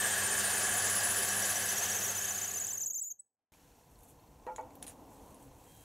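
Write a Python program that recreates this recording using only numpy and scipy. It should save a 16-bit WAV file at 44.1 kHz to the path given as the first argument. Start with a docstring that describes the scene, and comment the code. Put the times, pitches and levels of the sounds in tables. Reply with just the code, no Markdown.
"""A lathe turns a long wooden rod through a hand-held rounding cutter: the motor hums, bed and rod whirr,
shavings hiss. Twice a turn stick-slip friction makes the blade squeal in a W-shaped glide, first in a
high register, then in a low one. Near 3 s the whirr fades away, the squeal last. After a near silence
the quiet workshop is heard, with faint ticks: a chuck key clinks, a sleeve rustles, the key knocks in
the chuck and sets its modes ringing, and faint tones come and go."""
import sys
import numpy as np
from scipy import signal
from scipy.fft import rfft, irfft, next_fast_len
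from scipy.io import wavfile
from scipy.ndimage import uniform_filter1d

SR = 44100
rng = np.random.default_rng(int(sys.argv[2]) if len(sys.argv) > 2 else 0)


def log_audio(samples):
    """Write samples as a 16-bit WAV file to the path given in sys.argv[1]."""
    # one column per channel
    frames = np.atleast_2d(samples).T
    # limit to full scale, then quantise
    limited = np.clip(frames, -1, 1)
    pcm = np.round(limited * 32767).astype(np.int16)
    wavfile.write(sys.argv[1], SR, pcm)


N = 257529
TIME = np.arange(N) / SR

# The running lathe fades: t/s, motor level/dB, whirr level/dB, hiss level/dB
LATHE_FADE = [(0, -38.5, -36.5, -36), (1.3, -38.5, -37.5, -35.5), (1.9, -40.5, -39.5, -38),
              (2.3, -43.5, -43, -41.5), (2.55, -46, -48, -45.5), (2.72, -50.5, -53, -50),
              (2.8, -54.5, -60, -56), (2.86, -56.5, -66.5, -62), (2.93, -65.5, -88, -81),
              (3.08, -79, -93, -87), (3.2, -82, -96, -110), (3.3, -97, -110, -120)]
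# Motor lines: f/Hz, level/dB re motor
HUM_LINES = [(100, -15.5), (199.5, -17.5), (399, -18.5), (517, -23.5), (700, -22)]
# Spectra of the whirr and the shaving hiss: f/Hz, relative density/dB
WHIRR_SPECTRUM = [(15, -58.5), (25, -27), (93, -4.5), (149, -11), (196, -8), (333, -9.5), (395, -5.5),
                  (701, -5), (1270, -10), (1670, -3.5), (2400, -12.5), (2620, -13), (4000, -29.5),
                  (5200, -47), (8800, -120)]
SHAVING_SPECTRUM = [(1760, -25), (3000, -3), (3280, -4.5), (3570, -12), (3800, -11), (4680, -4.5),
                    (5090, -12), (7050, 0.5), (8220, -5.5), (8750, -9.5), (9650, 0.5), (10300, -10),
                    (13300, -8), (15200, -23), (15800, -23)]
# Resonances of bed and rod, free length of rod, and cutter: f/Hz, nominal width/Hz, relative level/dB
BODY_MODES = [(727, 62, -13), (1140, 51, -15.5), (2106, 410, -21.5), (2606, 45, -17), (3050, 60, -16),
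              (3188, 45, -17.5)]
ROD_MODES = [(1680, 143, -2)]
CUTTER_MODES = [(3446, 42, -25), (3560, 30, -26), (4004, 100, -24.5), (4700, 88, -24), (4800, 60, -25),
                (6145, 140, -15.5), (6570, 460, -22), (7150, 180, -10), (7940, 120, -10.5),
                (11700, 190, -29), (13900, 250, -22)]
# Dips in the lathe's sound where paths cancel: f/Hz, width/Hz
NOTCHES = [(2440, 43), (3340, 82), (3950, 26), (4200, 26)]
# The off-round blank meets the blade twice a turn. One row per bite and register:
# t/s, length/ms, base pitch f/Hz, base level/dB, extra level at entry/dB, tilt from start to end/dB
BITES = [(-0.0437, 63.0, 8200, -62, 0, 58), (0.0193, 73.5, 8600, -42.5, -25.5, -12.5),
         (0.093, 62.5, 8700, -43, -27, -4), (0.1553, 65.7, 8780, -43.5, -8, -1),
         (0.221, 64.9, 8770, -42.5, -19.5, -4.5), (0.2864, 68.5, 8940, -40.5, -24.5, -2),
         (0.3542, 65.4, 8950, -42, -4, -2.5), (0.419, 68.1, 8920, -39.5, -12, -1),
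         (0.4879, 62.8, 8950, -42, -5, 3), (0.551, 71.6, 9060, -40.9, -6.5, -8),
         (0.6223, 65.2, 9270, -42.5, 8, -6), (0.6873, 64.7, 9120, -41.9, 1, 2),
         (0.7524, 65.8, 9540, -39, -13, -8), (0.818, 62.3, 9610, -40, -4, -4.5),
         (0.8804, 67.6, 9600, -39.7, -24.5, -1), (0.948, 69.2, 9670, -38.3, -16.5, -30.5),
         (1.0171, 65.9, 9900, -40, -20, -8.5), (1.083, 67.1, 9800, -37, -11.5, -13.5),
         (1.1507, 65.1, 9770, -40.9, 4.5, -1.5), (1.2158, 62.5, 9930, -42.9, -16.5, -54.5),
         (1.2782, 63.5, 10350, -51, 28.5, 17.5), (1.2792, 77.2, 5600, -57, -15.5, -47),
         (1.3412, 69.4, 10360, -44.5, 3, 14), (1.3571, 52.1, 5390, -69, 24.5, 19.5),
         (1.4077, 74.6, 5570, -55, -13.5, -40), (1.41, 64.8, 10480, -47, 21, 21),
         (1.4764, 62.8, 10400, -41.5, -14, -13), (1.4831, 58.0, 5750, -43, -5.5, -9.5),
         (1.5376, 69.6, 10400, -54.8, 8.5, 35), (1.541, 66.6, 5630, -53, -13, -36),
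         (1.6085, 64.8, 5450, -48, -25, 0), (1.6078, 62.4, 10450, -55.5, 4.5, 35),
         (1.6701, 70.7, 10430, -62, -25, 55), (1.6732, 68.5, 5880, -47.1, -9, -20),
         (1.7408, 64.3, 5580, -42.5, -15, 13.5), (1.8051, 66.1, 6050, -42, 2, -1.5),
         (1.8712, 64.4, 5640, -40, -25, 11.5), (1.9355, 66.6, 6090, -42, 11, 6),
         (2.002, 66.5, 5760, -39, -3.5, 13.5), (2.0691, 65.7, 6160, -40.5, -0.5, 2),
         (2.1349, 65.9, 5890, -37.5, -8.5, 12), (2.2015, 63.7, 6330, -40.1, 13.5, 14),
         (2.2641, 65.0, 6020, -35.5, -11, 8), (2.3291, 68.7, 6420, -40, -9, 11),
         (2.3978, 65.7, 6050, -36.5, 0, 16), (2.4633, 64.0, 6490, -39, -5.5, 5),
         (2.5282, 65.1, 6070, -36, 5.5, 8), (2.5931, 66.6, 6510, -38, 12.5, 10.5),
         (2.659, 66.4, 6080, -37.5, 10, 16), (2.7256, 67.1, 6470, -39.7, 16, 14),
         (2.793, 61.8, 6010, -37.5, 8, 10.5), (2.8543, 66.3, 6450, -38.5, 19, 15),
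         (2.9222, 84.1, 6190, -36, 4.5, 14.5), (3.005, 137.8, 6640, -41.5, 13.5, 9.5)]
# W-shaped course of a bite on the blank's faces A and B, as offsets from its base:
# share of bite, f on A/Hz, f on B/Hz, level on A/dB, level on B/dB
HIGH_COURSE = [(0.0, 2032.5, 1060, -13.5, -16.5), (0.079, 1388.5, 1050, -9.5, 6.5),
               (0.15, 690.5, 972.5, -1, 10), (0.23, 41, 90.5, 5, 0.5), (0.31, 11, -190, 3.5, -1),
               (0.38, 159.5, -80.5, 5.5, 3), (0.461, 410, 160.5, 3.5, 4), (0.54, 550, 470.5, 7, 6),
               (0.62, 469.5, 350.5, 2.5, 5.5), (0.69, 49.5, -120, 8, 3.5), (0.77, -160, -170, 4.5, -1.5),
               (0.85, -50, -170, 4, 6), (0.92, 89.5, 102.5, 0.5, 0.5), (1.0, 338.5, 178, -20, -16)]
LOW_COURSE = [(0.0, 300, 370, -14, -9), (0.08, 1219.5, 869.5, -11.5, -8.5), (0.15, 1070, 1649.5, -3, -4),
              (0.23, 49.5, 529.5, 2.5, 2), (0.31, 22.5, 59.5, 3, 0.5), (0.38, 371, 590, 7, 2),
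              (0.46, 368.5, 998.5, 7.5, 8), (0.54, 500, 1100.5, 8, 5.5), (0.62, 592.5, 1169.5, -0.5, 7),
              (0.69, 271.5, -1.5, -5.5, -4), (0.77, -400, 19.5, -2, -7), (0.85, 221, -33, 3.5, -7.5),
              (0.92, 350, 749, -4, -1), (1.0, 280.5, 910.5, -15, -5)]
# Blade modes that draw the squeal to themselves: f/Hz, pull (0-1), gain/dB
HIGH_MODES = [(8320, .65, 6), (9000, .45, 3), (9780, .82, 1), (10520, .85, 3), (11300, .3, -6)]
LOW_MODES = [(5775, 0.67, 7), (6220, 0.57, 1), (6460, 0.39, 2), (7060, 0.74, -7.5), (7950, 0.43, 5.5)]
# Lone peeps of the blade: t/s, length/ms, f/Hz, level/dB
PEEPS = [(0.074, 12, 12600, -47.5), (0.206, 14, 12650, -45.5), (0.274, 8, 12800, -44),
         (0.362, 15, 13600, -44), (0.391, 14, 13480, -45.5), (0.87, 20, 4860, -46), (0.976, 16, 13580, -47),
         (1.003, 18, 4960, -42.5), (1.367, 11, 9940, -35), (1.785, 15, 11300, -37), (2.045, 8, 11250, -41),
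         (2.113, 8.9, 11230, -41), (2.177, 8.6, 11250, -42), (2.244, 6.7, 11200, -35),
         (2.379, 7.7, 11250, -42), (3.201, 12.4, 7920, -46)]
# The stopping motor lurches: t/s, length/ms, level/dB
LURCHES = [(2.98, 10.4, -59.5), (3.03, 14, -62.5), (3.12, 50, -78)]
# The quiet workshop: t/s, rumble level/dB, deep rumble level/dB, hiss level/dB
WORKSHOP_LEVELS = [(3.52, -69, -68, -67.5), (3.88, -65.5, -66, -71), (4.0, -63, -61, -71),
                   (4.3, -63, -63.5, -71), (4.7, -56.5, -63.5, -70), (5.33, -56.5, -62.5, -67),
                   (5.47, -60, -65, -69), (5.84, -63.5, -61, -66)]
# Spectra of its rumble, deep rumble and hiss, and of the sleeve: f/Hz, relative density/dB
RUMBLE_SPECTRUM = [(88, -41.5), (150, -12), (242, -2.5), (272, 0.5), (398, -9), (473, -2), (594, -10),
                   (634, -5), (947, -4.5), (1370, -32), (2000, -36), (2600, -59), (4400, -120)]
DEEP_SPECTRUM = [(12, -38), (20, -12), (48, -0.5), (64, -2.5), (108, -2.5), (180, -8), (230, -37),
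                 (400, -120)]
HISS_SPECTRUM = [(1300, 2), (2000, -1), (3300, -2.5), (4100, -3.5), (5160, -7), (6100, 0.5), (9800, -4.5),
                 (12500, -2), (15800, -10)]
RUSTLE_SPECTRUM = [(2000, -6.5), (3500, -3), (5200, -51), (6500, 2.5), (10500, 4), (12500, 1), (15700, -6)]
# Key clinks: t/s, nominal peak level/dB, colour f/Hz, tail t60/s, tail level/dB, ring level/dB re crack
CLINKS = [(3.5372, -51.5, 2500, 0.097, -6, -10), (3.9887, -50.5, 9280, 0.08, -18, -8),
          (4.033, -47, 12200, 0.08, -18, -11), (4.4658, -46, 2270, 0.08, -13, 3),
          (4.561, -31.5, 6770, 0.13, -14, 1.5), (4.611, -50, 6350, 0.08, -18, -8),
          (4.7057, -53, 2230, 0.08, -16, -6), (4.7354, -58, 7580, 0.08, -18, -13),
          (4.7536, -43.5, 13700, 0.097, -11, -6), (4.8264, -30, 9500, 0.063, -17, 3),
          (4.866, -35.5, 9440, 0.088, -4, -4), (4.874, -37, 10100, 0.08, -16, -6),
          (4.8789, -31.5, 8750, 0.087, -3, -0.5), (4.897, -33, 9250, 0.08, -19, -4),
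          (4.9044, -44, 6700, 0.08, -18, -8), (5.3444, -44.5, 9750, 0.11, -7, -8),
          (5.4261, -47, 8260, 0.08, -18, -8)]
# Modes of the key: f/Hz, relative level/dB, t60/s
KEY_MODES = [(2660, -19, 0.019), (4100, 5, 0.0079), (6200, -7, .025), (6850, 8, 0.011), (7600, -3, 0.018),
             (9160, 1, 0.021), (9830, 5, 0.022), (10500, -15, .02), (12600, -20, .015)]
# The key knocks in the chuck: t/s, nominal peak level/dB, rattle length/ms
KNOCKS = [(4.468, -29, 31), (4.583, -30, 17), (4.609, -40.5, 55), (4.705, -59, 16)]
# Modes of the chuck: f/Hz, relative level/dB, nominal t60/s
CHUCK_MODES = [(510, -5, 0.37), (650, -8, 0.13), (815, -8.5, 0.31), (874, 5.5, .12), (922, -2.5, 0.21),
               (1100, -28, .12), (1230, -16, .15), (1386, -19, 0.41), (1870, -14, 0.069), (2240, -16, 0.11)]
# Sleeve rustles, the key dragging over metal, and deep thuds: t/s, length/ms, level/dB
RUSTLES = [(3.93, 55, -72.5), (4.03, 73, -65.5), (4.1, 42, -63.5), (4.88, 53, -64), (5.13, 70, -72),
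           (5.27, 230, -71), (5.44, 61, -66), (5.75, 310, -66)]
SCUFFS = [(4.84, 24, -56.5), (4.91, 40, -65)]
THUDS = [(4.87, 80, -66), (5.5, 110, -63)]
# Faint tones: start t/s, end t/s, f/Hz, waver/Hz, level/dB
FAINT_TONES = [(4.6, 5.1, 275, 10, -66), (5.2, 5.62, 280, 10, -67), (5.1, 5.35, 775, 6, -71),
               (5.67, 5.85, 3208, 2, -73.5), (5.63, 5.85, 3941, 2, -79), (5.58, 5.85, 7677, 15, -79),
               (5.6, 5.85, 9133, 12, -82)]
# Echoes that differ between the two microphone ports: f/Hz, side level/dB re mid
SIDE_SPECTRUM = [(30, -17.5), (110, -31.5), (190, -27.5), (260, -12), (460, -19), (820, -15.5), (1100, -27),
                 (1470, -36), (1960, -17), (2500, -15), (2900, -61.5)]
# Lean towards one port: f/Hz, left minus right level/dB
LEAN_SPECTRUM = [(30, 0), (200, 0), (260, 1), (460, -1.8), (610, .8), (1000, -.3), (1600, 1.3), (2200, .5),
                 (2700, 0)]

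HISS_PULSE_HZ, BRIGHTEN_DB_PER_S, LURCH_WHIRR_DB = 18, 1.58, -21
OVERTONE_DB, SQUEAL_ROUGHNESS, SLIP_LIMIT = -13.5, 0.13, 0.033
REGISTER_SPLIT_HZ, HIGH_PULL_WIDTH_HZ, LOW_PULL_WIDTH_HZ = 7700, 200, 320
ENTRY_END, ENTRY_FADE = 0.26, 0.08   # shares of a bite
GLIDE_LOSS_DB = 1   # per 100 Hz/ms of pitch movement
STOP_S, STOP_DB_PER_MS = 3.125, 10   # cutting stops and the squeal dies
WORKSHOP_FROM_S = 3.52
TICK_FROM_S, TICK_EVERY_S, TICK_DB = 3.556, 0.04005, -71
SHOP_T60_S, SHOP_DB, SHOP_SIDE_DB = 0.22, -19.5, -41
CUTOFF_HZ = 15740


def amp(db):
    """Amplitude ratio of a level: a factor of ten per 20 dB."""
    return 10 ** (np.asarray(db) / 20)


def unit_rms(x):
    """Normalisation to unit mean power."""
    return x / np.sqrt(np.mean(x ** 2) + 1e-20)


def in_time(rows):
    """Linear interpolation of each column at every sample."""
    s, *columns = np.transpose(rows)
    return [np.interp(TIME, s, c) for c in columns]


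def at_hz(spectrum, hz):
    """Interpolation of a spectrum on a logarithmic frequency axis."""
    points_hz, db = np.transpose(spectrum)
    return np.interp(np.log(hz), np.log(points_hz), db, left=-90, right=-90)


def swells(rows):
    """Superposition of raised-cosine envelopes, each centred on its moment."""
    return sum(amp(db) * np.cos(np.pi * np.clip((TIME - s) / ms * 500, -.5, .5)) ** 2
               for s, ms, db in rows)   # ms is the width at half height


def drift(rate_hz):
    """Random fluctuation of unit rms: noise low-passed at the given rate."""
    step, settle = 40, 2000
    r = np.exp(-2 * np.pi * rate_hz * step / SR)
    slow = signal.lfilter([1], [1, -2 * r, r * r], rng.standard_normal(N // step + settle + 2))[settle:]
    return np.interp(np.arange(N) / step, np.arange(len(slow)), unit_rms(slow))


def filtered(x, hz, kind, order=2):
    """Filtering with a maximally flat passband."""
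    return signal.sosfilt(signal.butter(order, hz, kind, fs=SR, output="sos"), x)


def resonance(x, hz, width_hz):
    """Forced response of a resonator: a two-pole band-pass with unit peak gain."""
    r = np.exp(-np.pi * width_hz / SR)
    gain = (1 - r * r) / 2
    return signal.lfilter([gain, 0, -gain], [1, -2 * r * np.cos(2 * np.pi * hz / SR), r * r], x)


def ring(x, hz, t60):
    """Damped oscillator: a unit impulse starts a decaying sine of unit amplitude."""
    r, w = amp(-60 / (t60 * SR)), 2 * np.pi * hz / SR
    return signal.lfilter([0, np.sin(w)], [1, -2 * r * np.cos(w), r * r], x + 1e-18)


def banded_noise(spectrum, flicker_db):
    """Random amplitude modulation of quarter-octave noise bands; unit rms."""
    bottom_hz, top_hz = spectrum[0][0], spectrum[-1][0]
    edges = np.geomspace(bottom_hz, top_hz, int(4 * np.log2(top_hz / bottom_hz)) + 1)
    out, together, white = 0, drift(8.5), rng.standard_normal((2, N))
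    for k, (low, high) in enumerate(zip(edges, edges[1:])):
        db = at_hz(spectrum, np.sqrt(low * high)) + flicker_db * (0.2 * together + drift(19))
        out = out + amp(db) * filtered(white[k % 2], [low, high], "band")
    return unit_rms(out)


def resonant_noise(modes):
    """Random excitation of modes, each formed by two resonators in cascade."""
    white = rng.standard_normal(N)
    return sum(amp(db) * unit_rms(resonance(resonance(white, hz, 1.28 * width), hz, 3.0 * width))
               for hz, width, db in modes)


def lathe():
    """Forced vibration: mains hum, whirr in bed and rod, and shaving hiss; interference cuts notches."""
    motor_db, whirr_db, hiss_db = in_time(LATHE_FADE)
    lurch = swells(LURCHES)
    hum = sum(np.sqrt(2) * amp(db + 1.5 * drift(4.9))
              * np.sin(2 * np.pi * (hz * TIME + 0.042 * drift(15))) for hz, db in HUM_LINES)
    running = amp(-4.5) * banded_noise(WHIRR_SPECTRUM, flicker_db=1.9)
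    rumble = filtered(running, 900, "low")
    pulse = amp(0.47 * np.sin(2 * np.pi * HISS_PULSE_HZ * TIME + 0.52))
    hiss = pulse * (banded_noise(SHAVING_SPECTRUM, flicker_db=1.66) + resonant_noise(CUTTER_MODES))
    hiss += (amp(BRIGHTEN_DB_PER_S * TIME) - 1) * filtered(hiss, 8800, "high")
    # the free length of rod rings less as the cutter nears the chuck
    rod = amp(-2.2 * TIME) * resonant_noise(ROD_MODES)
    whirr = running - rumble + resonant_noise(BODY_MODES) + rod
    out = (amp(whirr_db) + amp(LURCH_WHIRR_DB) * lurch) * whirr + amp(hiss_db) * hiss
    for hz, width in NOTCHES:
        out = out - 0.62 * resonance(out, hz, width)
    return out + (amp(motor_db) + lurch) * (hum + rumble)


def stick_slip(hz, level):
    """Stick-slip oscillation: a rough tone and its second harmonic follow a pitch and an amplitude."""
    hz = uniform_filter1d(hz, size=60)
    level = SLIP_LIMIT * np.tanh(level / SLIP_LIMIT)   # the slip cannot grow past a limit
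    height = np.sqrt(2) * uniform_filter1d(level, size=60)
    phase = 2 * np.pi * np.cumsum(hz + 60 * drift(147)) / SR
    # uneven grain smears the lines
    grain = unit_rms(filtered(rng.standard_normal((2, N)), 600, "low", order=4))
    tone = (1 + SQUEAL_ROUGHNESS * grain[0]) * np.sin(phase)
    overtone = (1 + 0.35 * grain[1]) * np.sin(2 * phase)
    return height * (tone + amp(OVERTONE_DB - .012 * np.maximum(hz - 7150, 0)) * overtone)


def bites(rows, course, modes, width_hz):
    """Frequency pulling: the blade's nearest modes bend the glide of each bite, the two faces in turn."""
    start, ms, pitch_hz, level_db, entry_db, tilt_db = np.transpose(rows)
    bite = np.maximum(np.searchsorted(start, TIME) - 1, 0)
    share = (TIME - start[bite]) / ms[bite] * 1000
    course_shares, *columns = np.transpose(course)
    hz_a, hz_b, db_a, db_b = [np.interp(share, course_shares, c) for c in columns]
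    free_hz = pitch_hz[bite] + np.where(bite % 2, hz_b, hz_a)
    mode_hz, pull, mode_db = np.transpose(modes)[:, :, None]
    detuning = ((free_hz - mode_hz) / width_hz) ** 2
    weight = np.exp(detuning.min(axis=0) - detuning)
    weight /= weight.sum(axis=0)
    hz = free_hz + np.sum(weight * pull * (mode_hz - free_hz), axis=0)
    hz_per_ms = uniform_filter1d(np.abs(np.gradient(hz)), size=90) * SR / 1000
    db = level_db[bite] + np.where(bite % 2, db_b, db_a)
    db += entry_db[bite] * np.clip((ENTRY_END - share) / ENTRY_FADE, 0, 1)
    db += tilt_db[bite] * (np.clip(share, 0, 1) - .5)
    db -= GLIDE_LOSS_DB * hz_per_ms / 100
    db -= STOP_DB_PER_MS * np.maximum(TIME - STOP_S, 0) * 1000
    db += np.sum(weight * mode_db, axis=0) + 1.5 * drift(60)
    cutting = (TIME > start[0]) & (TIME < start[-1] + ms[-1] / 1000)
    return stick_slip(hz, cutting * amp(db))


def squeal():
    """Friction-driven vibration of the blade in two registers, which can overlap, and in lone peeps."""
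    s, ms, hz, db = np.transpose(PEEPS)
    nearest = np.searchsorted((s[1:] + s[:-1]) / 2, TIME)
    peeps = stick_slip(hz[nearest], swells(zip(s, ms, db)))
    high = [b for b in BITES if b[2] > REGISTER_SPLIT_HZ]
    low = [b for b in BITES if b[2] <= REGISTER_SPLIT_HZ]
    return (bites(high, HIGH_COURSE, HIGH_MODES, HIGH_PULL_WIDTH_HZ)
            + bites(low, LOW_COURSE, LOW_MODES, LOW_PULL_WIDTH_HZ) + peeps)


def workshop():
    """Superposition of modulated noise (rumble, thuds, hiss, scuffs, rustles) and faint wavering tones."""
    rumble_db, deep_db, hiss_db = in_time(WORKSHOP_LEVELS)
    out = amp(rumble_db) * banded_noise(RUMBLE_SPECTRUM, flicker_db=1.45)
    out += (amp(deep_db) + swells(THUDS)) * banded_noise(DEEP_SPECTRUM, flicker_db=2.5)
    out += (amp(hiss_db) + swells(SCUFFS)) * banded_noise(HISS_SPECTRUM, flicker_db=1.0)
    out += swells(RUSTLES) * amp(2.2 * drift(150)) * banded_noise(RUSTLE_SPECTRUM, flicker_db=1.2)
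    for start, end, hz, waver_hz, db in FAINT_TONES:
        gate = uniform_filter1d(1. * (TIME > start) * (TIME < end), size=1500, mode="nearest")
        height = gate * np.sqrt(2) * amp(db + 2.5 * drift(12))
        out += height * np.sin(2 * np.pi * np.cumsum(hz + waver_hz * drift(15)) / SR)
    return out * (TIME > WORKSHOP_FROM_S)


def key_clinks():
    """Impact excitation: a crack dies as noise and rings the key's modes, favouring those near its colour."""
    out = np.zeros(N)
    since = TIME[:SR // 4]
    for s, db, hz, t60, tail_db, ring_db in CLINKS:
        envelope = amp(-60 * since / .008) + amp(tail_db - 60 * since / t60)
        burst = rng.standard_normal(len(since)) * envelope
        crack = resonance(resonance(burst, hz, 0.11 * hz), hz, 0.34 * hz)
        crack += 0.14 * resonance(burst, 2300, 2800)
        ringing = sum(amp(mode_db - 8 * abs(np.log2(mode_hz / hz)) + 2.5 * rng.normal())
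                      * ring(burst, mode_hz, mode_t60) for mode_hz, mode_db, mode_t60 in KEY_MODES)
        hit = unit_rms(crack) + amp(ring_db) * unit_rms(ringing)
        start = round(s * SR)
        out[start:start + len(since)] += amp(db - 2.5) * hit / np.abs(hit).max()
    return out


def ticking():
    """A periodic impulse train of uneven strength excites two quickly damped resonances."""
    at = (np.arange(TICK_FROM_S, N / SR, TICK_EVERY_S) * SR).astype(int)
    clicks = np.zeros((2, N))
    clicks[:, at] = amp(TICK_DB + 2 * rng.standard_normal((len(at), 2)).T)
    return ring(clicks[0], hz=4300, t60=.03) + 1.1 * ring(clicks[1], hz=2700, t60=.02)


def chuck_knocks():
    """Modal response of the chuck to a short dull rattle of contacts, led by a sharp first touch."""
    out = np.zeros(N)
    since = TIME[:SR // 2]
    attack = np.minimum(since / .002, 1)
    first_touch = 3 * (since > .002) * (since < .0032)
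    for s, db, ms in KNOCKS:
        decay = amp(-60 * np.maximum(since - ms / 1000, 0) / .13)
        rattle = rng.standard_normal(len(since)) * (attack + first_touch) * decay
        ringing = sum(amp(mode_db) * ring(rattle, hz, 0.49 * t60) for hz, mode_db, t60 in CHUCK_MODES)
        blow = filtered(ringing, [430, 2300], "band")
        start = round((s - .003) * SR)   # the swell begins just before
        out[start:start + len(since)] += amp(db - 1.5) * blow / np.abs(blow).max()
    return out


def shop_echo(x, t60):
    """Reverberation: convolution with a decaying noise tail of unit energy, new at every call."""
    since = TIME[:SR // 2]
    tail = rng.standard_normal(len(since)) * amp(-60 * since / t60) * (since > .002)
    return signal.fftconvolve(x, tail / np.sqrt(np.sum(tail ** 2)))[:N]


def scene():
    """Superposition at two close microphone ports, which differ only by echoes and a slight lean."""
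    sharp = squeal() + chuck_knocks() + key_clinks()
    floor = amp(-99) * banded_noise(RUMBLE_SPECTRUM, flicker_db=4.0)
    mid = sharp + amp(SHOP_DB) * shop_echo(sharp, SHOP_T60_S) + lathe() + workshop() + ticking() + floor
    size = next_fast_len(N)
    hz = np.arange(size // 2 + 1) * SR / size
    lean_db = at_hz(LEAN_SPECTRUM, np.clip(hz, LEAN_SPECTRUM[0][0], LEAN_SPECTRUM[-1][0]))
    lean = np.tanh(lean_db * np.log(10) / 40)   # level difference as a side-to-mid ratio
    echo_gain = amp(at_hz(SIDE_SPECTRUM, np.maximum(hz, SIDE_SPECTRUM[0][0])))
    side = irfft(rfft(mid, size) * lean + rfft(shop_echo(mid, t60=.06), size) * echo_gain, size)[:N]
    side += amp(SHOP_SIDE_DB) * shop_echo(sharp, t60=0.039)
    return np.array([mid + side, mid - side])


def record(dry):
    """Band limiting: an elliptic low-pass cuts the top steeply."""
    return signal.sosfilt(signal.ellip(14, .3, 65, CUTOFF_HZ, fs=SR, output="sos"), dry)


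dry = scene()
out = record(dry)
log_audio(out)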